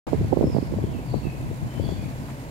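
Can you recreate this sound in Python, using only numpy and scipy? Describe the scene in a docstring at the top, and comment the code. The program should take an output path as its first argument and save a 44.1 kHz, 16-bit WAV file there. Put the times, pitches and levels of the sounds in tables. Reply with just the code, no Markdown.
"""Beside a park pond, on a small two-port microphone out in the wind.
Just after the start the sound cuts in with a soft bump, over far traffic and a steady airy hiss.
At once gusts rumble at each port on its own, and single eddies thump against one port or the other.
From about 0.4 s a few faint birds whistle in the background, echoed by walls and trees.
From about 0.8 s small splashes come off the pond; after two seconds the wind dies down."""
import sys
import numpy as np
from scipy import signal
from scipy.fft import rfft, irfft
from scipy.io import wavfile
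from scipy.ndimage import uniform_filter1d

SR = 44100
rng = np.random.default_rng(int(sys.argv[2]) if len(sys.argv) > 2 else 0)


def file_out(sig):
    """Save sig as 16-bit WAV at sys.argv[1]."""
    # one column per channel
    cols = np.atleast_2d(sig).T
    # limit, then scale
    lim = np.clip(cols, -1, 1)
    pcm = np.round(lim * 32767).astype(np.int16)
    wavfile.write(sys.argv[1], SR, pcm)


N = 110250
T = np.arange(N) / SR
FREQS = np.maximum(np.arange(N // 2 + 1) * SR / N, 1)
START_S = 0.067


def from_db(db):
    """Decibels to gain."""
    return 10 ** (np.asarray(db) / 20)


def rms_one(x):
    """Scale to rms 1."""
    return x / np.sqrt(np.mean(x ** 2) + 1e-20)


def in_time(rows):
    """A curve of (seconds, value) rows at every sample."""
    return np.interp(T, *np.transpose(rows))


def butter(x, hz, kind, order=2):
    """Causal low-, high- or band-pass."""
    return signal.sosfilt(signal.butter(order, hz, kind, fs=SR, output="sos"), x + 1e-18)


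def drift(rate_hz):
    """Random wander of rms 1, mostly slower than the rate."""
    return rms_one(irfft(rfft(rng.standard_normal(N)) / (1 + (FREQS / rate_hz) ** 2), N))


def coloured(spectrum):
    """Two unrelated noises with one spectrum, or with one for each side."""
    hz, *columns = np.transpose(spectrum)
    db = np.array([np.interp(np.log(FREQS), np.log(hz), c) for c in columns])
    skirts = np.minimum(FREQS / hz[0], 1) ** 2 * np.minimum(hz[-1] / FREQS, 1) ** 4
    return rms_one(irfft(rfft(rng.standard_normal((2, N))) * from_db(db) * skirts, N))


def panned(x, pan_db):
    """Share a sound between left and right at constant power."""
    gains = from_db(np.array([[.5], [-.5]]) * pan_db)
    return x * gains / np.sqrt(np.mean(gains ** 2, axis=0))


def opening_bump(level_db=-29.5, low_hz=209, top_hz=1130, spread_s=0.013):
    """A soft, dull bump on both sides as the sound cuts in."""
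    puff = butter(rng.standard_normal((2, N)), [low_hz, top_hz], "band", order=3)
    puff = rms_one(butter(puff, low_hz, "low", order=1))
    swell = np.exp(-((T - START_S - spread_s) / spread_s) ** 2)
    return from_db(level_db) * puff * swell


# Traffic heard from far off. Each row: frequency in Hz, relative spectral level in dB.
TRAFFIC_SPECTRUM = [(25, -26), (60, -3.5), (95, -20), (128, 3), (180, -14), (270, -10), (400, -20.5),
                    (640, -18), (790, -22), (980, -21.5), (1350, -34), (2500, -37)]


def far_traffic(level_db=-35, lag_s=0.00029):
    """A far, even drone that reaches the left port a little earlier."""
    left = coloured(TRAFFIC_SPECTRUM)[0]
    right = np.interp(T - lag_s, T, left)
    return from_db(level_db) * rms_one(np.array([left, right]))


# The open air of the park. Each row: frequency in Hz, left and right relative spectral levels in dB.
HISS_SPECTRUM = [(463, 3, 4.5), (1120, -0.5, -6), (1470, 3.5, 0.5), (2240, 2, 2), (3050, -6.5, -3),
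                 (4400, -14, -1.5), (5850, -11.5, -6.5), (7240, -14.5, -2.5), (8660, -11, -8.5),
                 (12000, -10, -9), (15800, -16.5, -14.5)]
# The slow course of that hiss. Each row: time in seconds, base level in dB.
HISS_LEVELS = [(0, -46), (.9, -50.5), (1.7, -49), (2.3, -48.5), (2.5, -50)]


def airy_hiss(treble_hz=7000, flicker_db=0.69):
    """Smooth hiss of the open air, brighter on the right; its top opens up in the first second."""
    air = coloured(HISS_SPECTRUM)
    treble = irfft(rfft(air) / (1 + (treble_hz / FREQS) ** 4), N)
    treble_db = np.interp(T, [.1, 1], [-4, 0])
    air = air - treble + treble * from_db(treble_db)
    return air * from_db(in_time(HISS_LEVELS) + flicker_db * drift(rate_hz=44))


# Gusts at the left and at the right port. Each row: time in seconds, relative rumble level in dB.
LEFT_GUSTS = [(0.07, -55), (0.19, -21.5), (0.28, -24), (0.36, -40), (0.43, -27), (0.48, -20.5),
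              (0.51, -32.5), (0.54, -28), (0.61, -34.5), (0.85, -23.5), (0.95, -46), (1.19, -20),
              (1.22, -66), (1.27, -34.5), (1.45, -32.5), (1.52, -26.5), (1.59, -37.5), (1.63, -22.5),
              (1.71, -41), (1.8, -21.5), (1.92, -26.5), (2.08, -31), (2.13, -35.5), (2.31, -38),
              (2.39, -47), (2.5, -69)]
RIGHT_GUSTS = [(0.07, -36), (0.14, -23.5), (0.22, -21), (0.29, -30), (0.32, -24), (0.36, -28.5),
               (0.42, -21.5), (0.52, -26.5), (0.56, -20), (0.62, -31.5), (0.77, -27.5), (0.8, -31.5),
               (0.98, -26.5), (1.08, -47), (1.18, -34.5), (1.27, -23.5), (1.34, -43), (1.44, -28),
               (1.6, -47), (1.67, -26), (1.71, -45), (1.89, -33), (1.95, -37), (2.18, -37.5), (2.25, -35),
               (2.27, -49), (2.5, -41)]
# Wind right on a port. Each row: frequency in Hz, relative spectral level in dB.
RUMBLE_SPECTRUM = [(22, -54), (35, -16.5), (58, -3.5), (115, 1.5), (165, -3.5), (270, -12), (480, -25.5),
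                   (800, -33), (1300, -49.5)]


def wind_rumble(gain_db=0.5, flutter_db=2, flutter_hz=27, steady_s=0.0297):
    """Turbulent pressure, separate at each port, follows the gusts and flutters within bounds."""
    gust_db = np.array([in_time(LEFT_GUSTS), in_time(RIGHT_GUSTS)])
    churn = coloured(RUMBLE_SPECTRUM)
    local_power = uniform_filter1d(churn ** 2, int(steady_s * SR), axis=1)
    churn = churn / np.sqrt(local_power + 1e-9)   # evened out, so the gusts set the level
    flutter = np.tanh([drift(flutter_hz), drift(flutter_hz)])
    return churn * from_db(gain_db + gust_db + flutter_db * flutter)


# Eddies striking the microphone itself. Each row: time in seconds, level in dB before the port rings,
# brightness in Hz, left minus right in dB.
EDDY_HITS = [(0.132, -10.5, 650, -32), (.148, -17.5, 525, -24), (0.174, -31, 222, -1),
             (.212, -18.5, 383, -9), (.246, -26.5, 610, -26), (0.27, -19.5, 180, 12),
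             (.329, -8.5, 656, -35), (.340, -18.5, 460, -23), (0.372, -11, 622, -33),
             (0.391, -18, 525, -28), (0.411, -10, 556, -34), (0.428, -16.5, 750, 28), (.441, -10, 490, -6),
             (0.451, -20, 417, -14), (0.471, -16.5, 465, 12), (0.5, -20.5, 480, -29),
             (0.548, -17.5, 567, -34), (0.566, -16, 710, -31), (.585, -12.5, 500, -33),
             (.627, -17, 412, -24), (0.723, -20.5, 400, -28), (0.739, -20, 580, -32), (.768, -21, 230, 9),
             (.787, -21.5, 630, 31), (0.826, -27.5, 480, -29), (0.84, -17, 400, 15),
             (.875, -25.5, 403, -29), (0.948, -25.5, 420, -29), (0.991, -30, 496, -10),
             (1.142, -17, 655, 39), (1.16, -20, 390, 24), (1.254, -22.5, 494, -32),
             (1.267, -24.5, 418, -33), (1.35, -31.5, 420, 23), (1.404, -34, 416, 20),
             (1.513, -25.5, 454, 12), (1.798, -21, 540, 18), (1.809, -23.5, 215, 25),
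             (1.840, -21.5, 430, 20), (1.891, -24, 716, 24), (1.922, -25.5, 447, 11), (2.057, -24, 296, 28)]


def wind_eddies(wake_s=0.0066, wake_share=0.37, low_share=0.37, floor_hz=120, level_span_s=0.00295):
    """Each eddy is one pressure pulse inside a short churn, rounded to a dull pop by the port."""
    pops = np.zeros((2, N))
    for s, db, hz, pan_db in EDDY_HITS:
        wake = rng.standard_normal(N) * np.exp(-((T - s) / wake_s) ** 2)
        push = wake_share * wake / np.sqrt(np.sum(wake ** 2))
        push[int((s - .5 / hz) * SR)] += .5 * rng.choice([-1, 1])   # the pulse pushes or pulls
        pop = butter(push, [low_share * hz, hz], "band", order=1)
        pop = butter(pop, hz, "low", order=4)
        pop = butter(pop, floor_hz, "high")
        pop *= np.sqrt(level_span_s * SR / np.sum(pop ** 2))   # the energy of rms 1 over that span
        pops += panned(pop * from_db(db), pan_db)
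    return pops


def port_ring(pops, hz=1090, half_width=0.1, share=0.58):
    """The pops, plus the weak resonance they wake in the port."""
    band_hz = [hz * (1 - half_width), hz * (1 + half_width)]
    return pops + share * butter(pops, band_hz, "band", order=1)


# Faint birds behind the wind. Each row: start and length in seconds, first, middle and last pitch in Hz,
# level in dB, left minus right in dB, rasp as a share of the pitch.
BIRD_NOTES = [(0.416, .19, 5350, 5246, 4125, -55, -15, 0.01),
              (0.665, 0.036, 5350, 5150, 5230, -62, -5, .012),
              (0.809, 0.2, 3210, 3190, 2896, -59, 0, 0.056),
              (.925, .075, 2850, 2605, 2570, -52.5, 4, 0.012),
              (1.051, 0.15, 4740, 4480, 4280, -53.5, -16, 0.031),
              (1.094, 0.1, 4030, 3950, 3960, -60, -2, 0.026),
              (1.222, 0.12, 2750, 2570, 2543, -51, 4.5, 0.013),
              (1.675, 0.18, 3067, 3048, 3080, -56, 4, 0.0046),
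              (1.809, 0.153, 3354, 3417, 3407, -51.5, -3, 0.026),
              (1.80, .17, 4704, 4500, 4470, -55.5, -15, 0.036),
              (1.873, 0.073, 6550, 6970, 6600, -59.5, -13, 0.036),
              (1.956, 0.17, 2356, 2317, 2440, -55.5, 3, .055)]


def birds(warble_hz=161.5, tremble_db=4, tremble_hz=160):
    """Whistles, clear or hoarse, that swell, glide through three pitches and fade."""
    out = np.zeros((2, N))
    for s, length, first_hz, middle_hz, last_hz, db, pan_db, rasp in BIRD_NOTES:
        along = np.clip((T - s) / length, 0, 1)
        glide_hz = np.interp(along, [0, .5, 1], [first_hz, middle_hz, last_hz])
        hz = glide_hz * (1 + rasp * drift(warble_hz))
        whistle = np.sin(2 * np.pi * np.cumsum(hz) / SR)
        swell = np.abs(np.sin(np.pi * along)) ** .5
        tremble = from_db(tremble_db * drift(tremble_hz))
        out += panned(from_db(db) * swell * tremble * whistle, pan_db)
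    return out


def park_echoes(direct, t60_s=.8, echo_db=.5, build_s=0.0048):
    """The direct sound, plus diffuse echoes from walls and trees."""
    tail = rng.standard_normal((2, N)) * from_db(-60 * T / t60_s) * (1 - np.exp(-T / build_s))
    tail = tail / np.sqrt(np.sum(tail ** 2, axis=1, keepdims=True))
    return direct + from_db(echo_db) * signal.fftconvolve(direct, tail, axes=1)[:, :N]


# Small splashes out on the pond. Each row: start in seconds, level in dB before the envelope,
# pitch in Hz, left minus right in dB.
POND_SPLASHES = [(.785, -51, 7000, -4), (1.412, -44.5, 6500, 7), (1.572, -46, 9000, -9),
                 (1.72, -48.5, 1800, -2), (1.776, -49, 1780, 7), (1.91, -44, 4800, -11),
                 (2.282, -41.5, 970, 0), (2.30, -43, 1880, 14), (2.295, -48, 7500, -10)]


def splashes(width_octaves=0.36, rise_s=0.00095, decay_cycles=18):
    """Brief spatters of water, each round its own pitch; the high ones die fastest, as short ticks."""
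    out = np.zeros((2, N))
    for s, db, hz, pan_db in POND_SPLASHES:
        band = 1 / (1 + (np.log2(FREQS / hz) / width_octaves) ** 2)
        spray = rms_one(irfft(rfft(rng.standard_normal(N)) * band, N))
        age = np.maximum(T - s, 0)
        envelope = (1 - np.exp(-age / rise_s)) * np.exp(-age * hz / decay_cycles)
        out += panned(from_db(db) * spray * envelope, pan_db)
    return out


def scene():
    """Wind right on the microphone, with the park behind it."""
    wind = wind_rumble() + port_ring(wind_eddies())
    return wind + opening_bump() + far_traffic() + airy_hiss() + park_echoes(birds()) + splashes()


def record(dry, rise_s=0.00071, cutoff_hz=15750):
    """The sound cuts in abruptly; the highest treble is cut off steeply."""
    opened = dry * np.clip((T - START_S) / rise_s, 0, 1)
    low_pass = signal.ellip(10, .05, 70, cutoff_hz, fs=SR, output="sos")
    return signal.sosfiltfilt(low_pass, opened)


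dry = scene()
out = record(dry)
file_out(out)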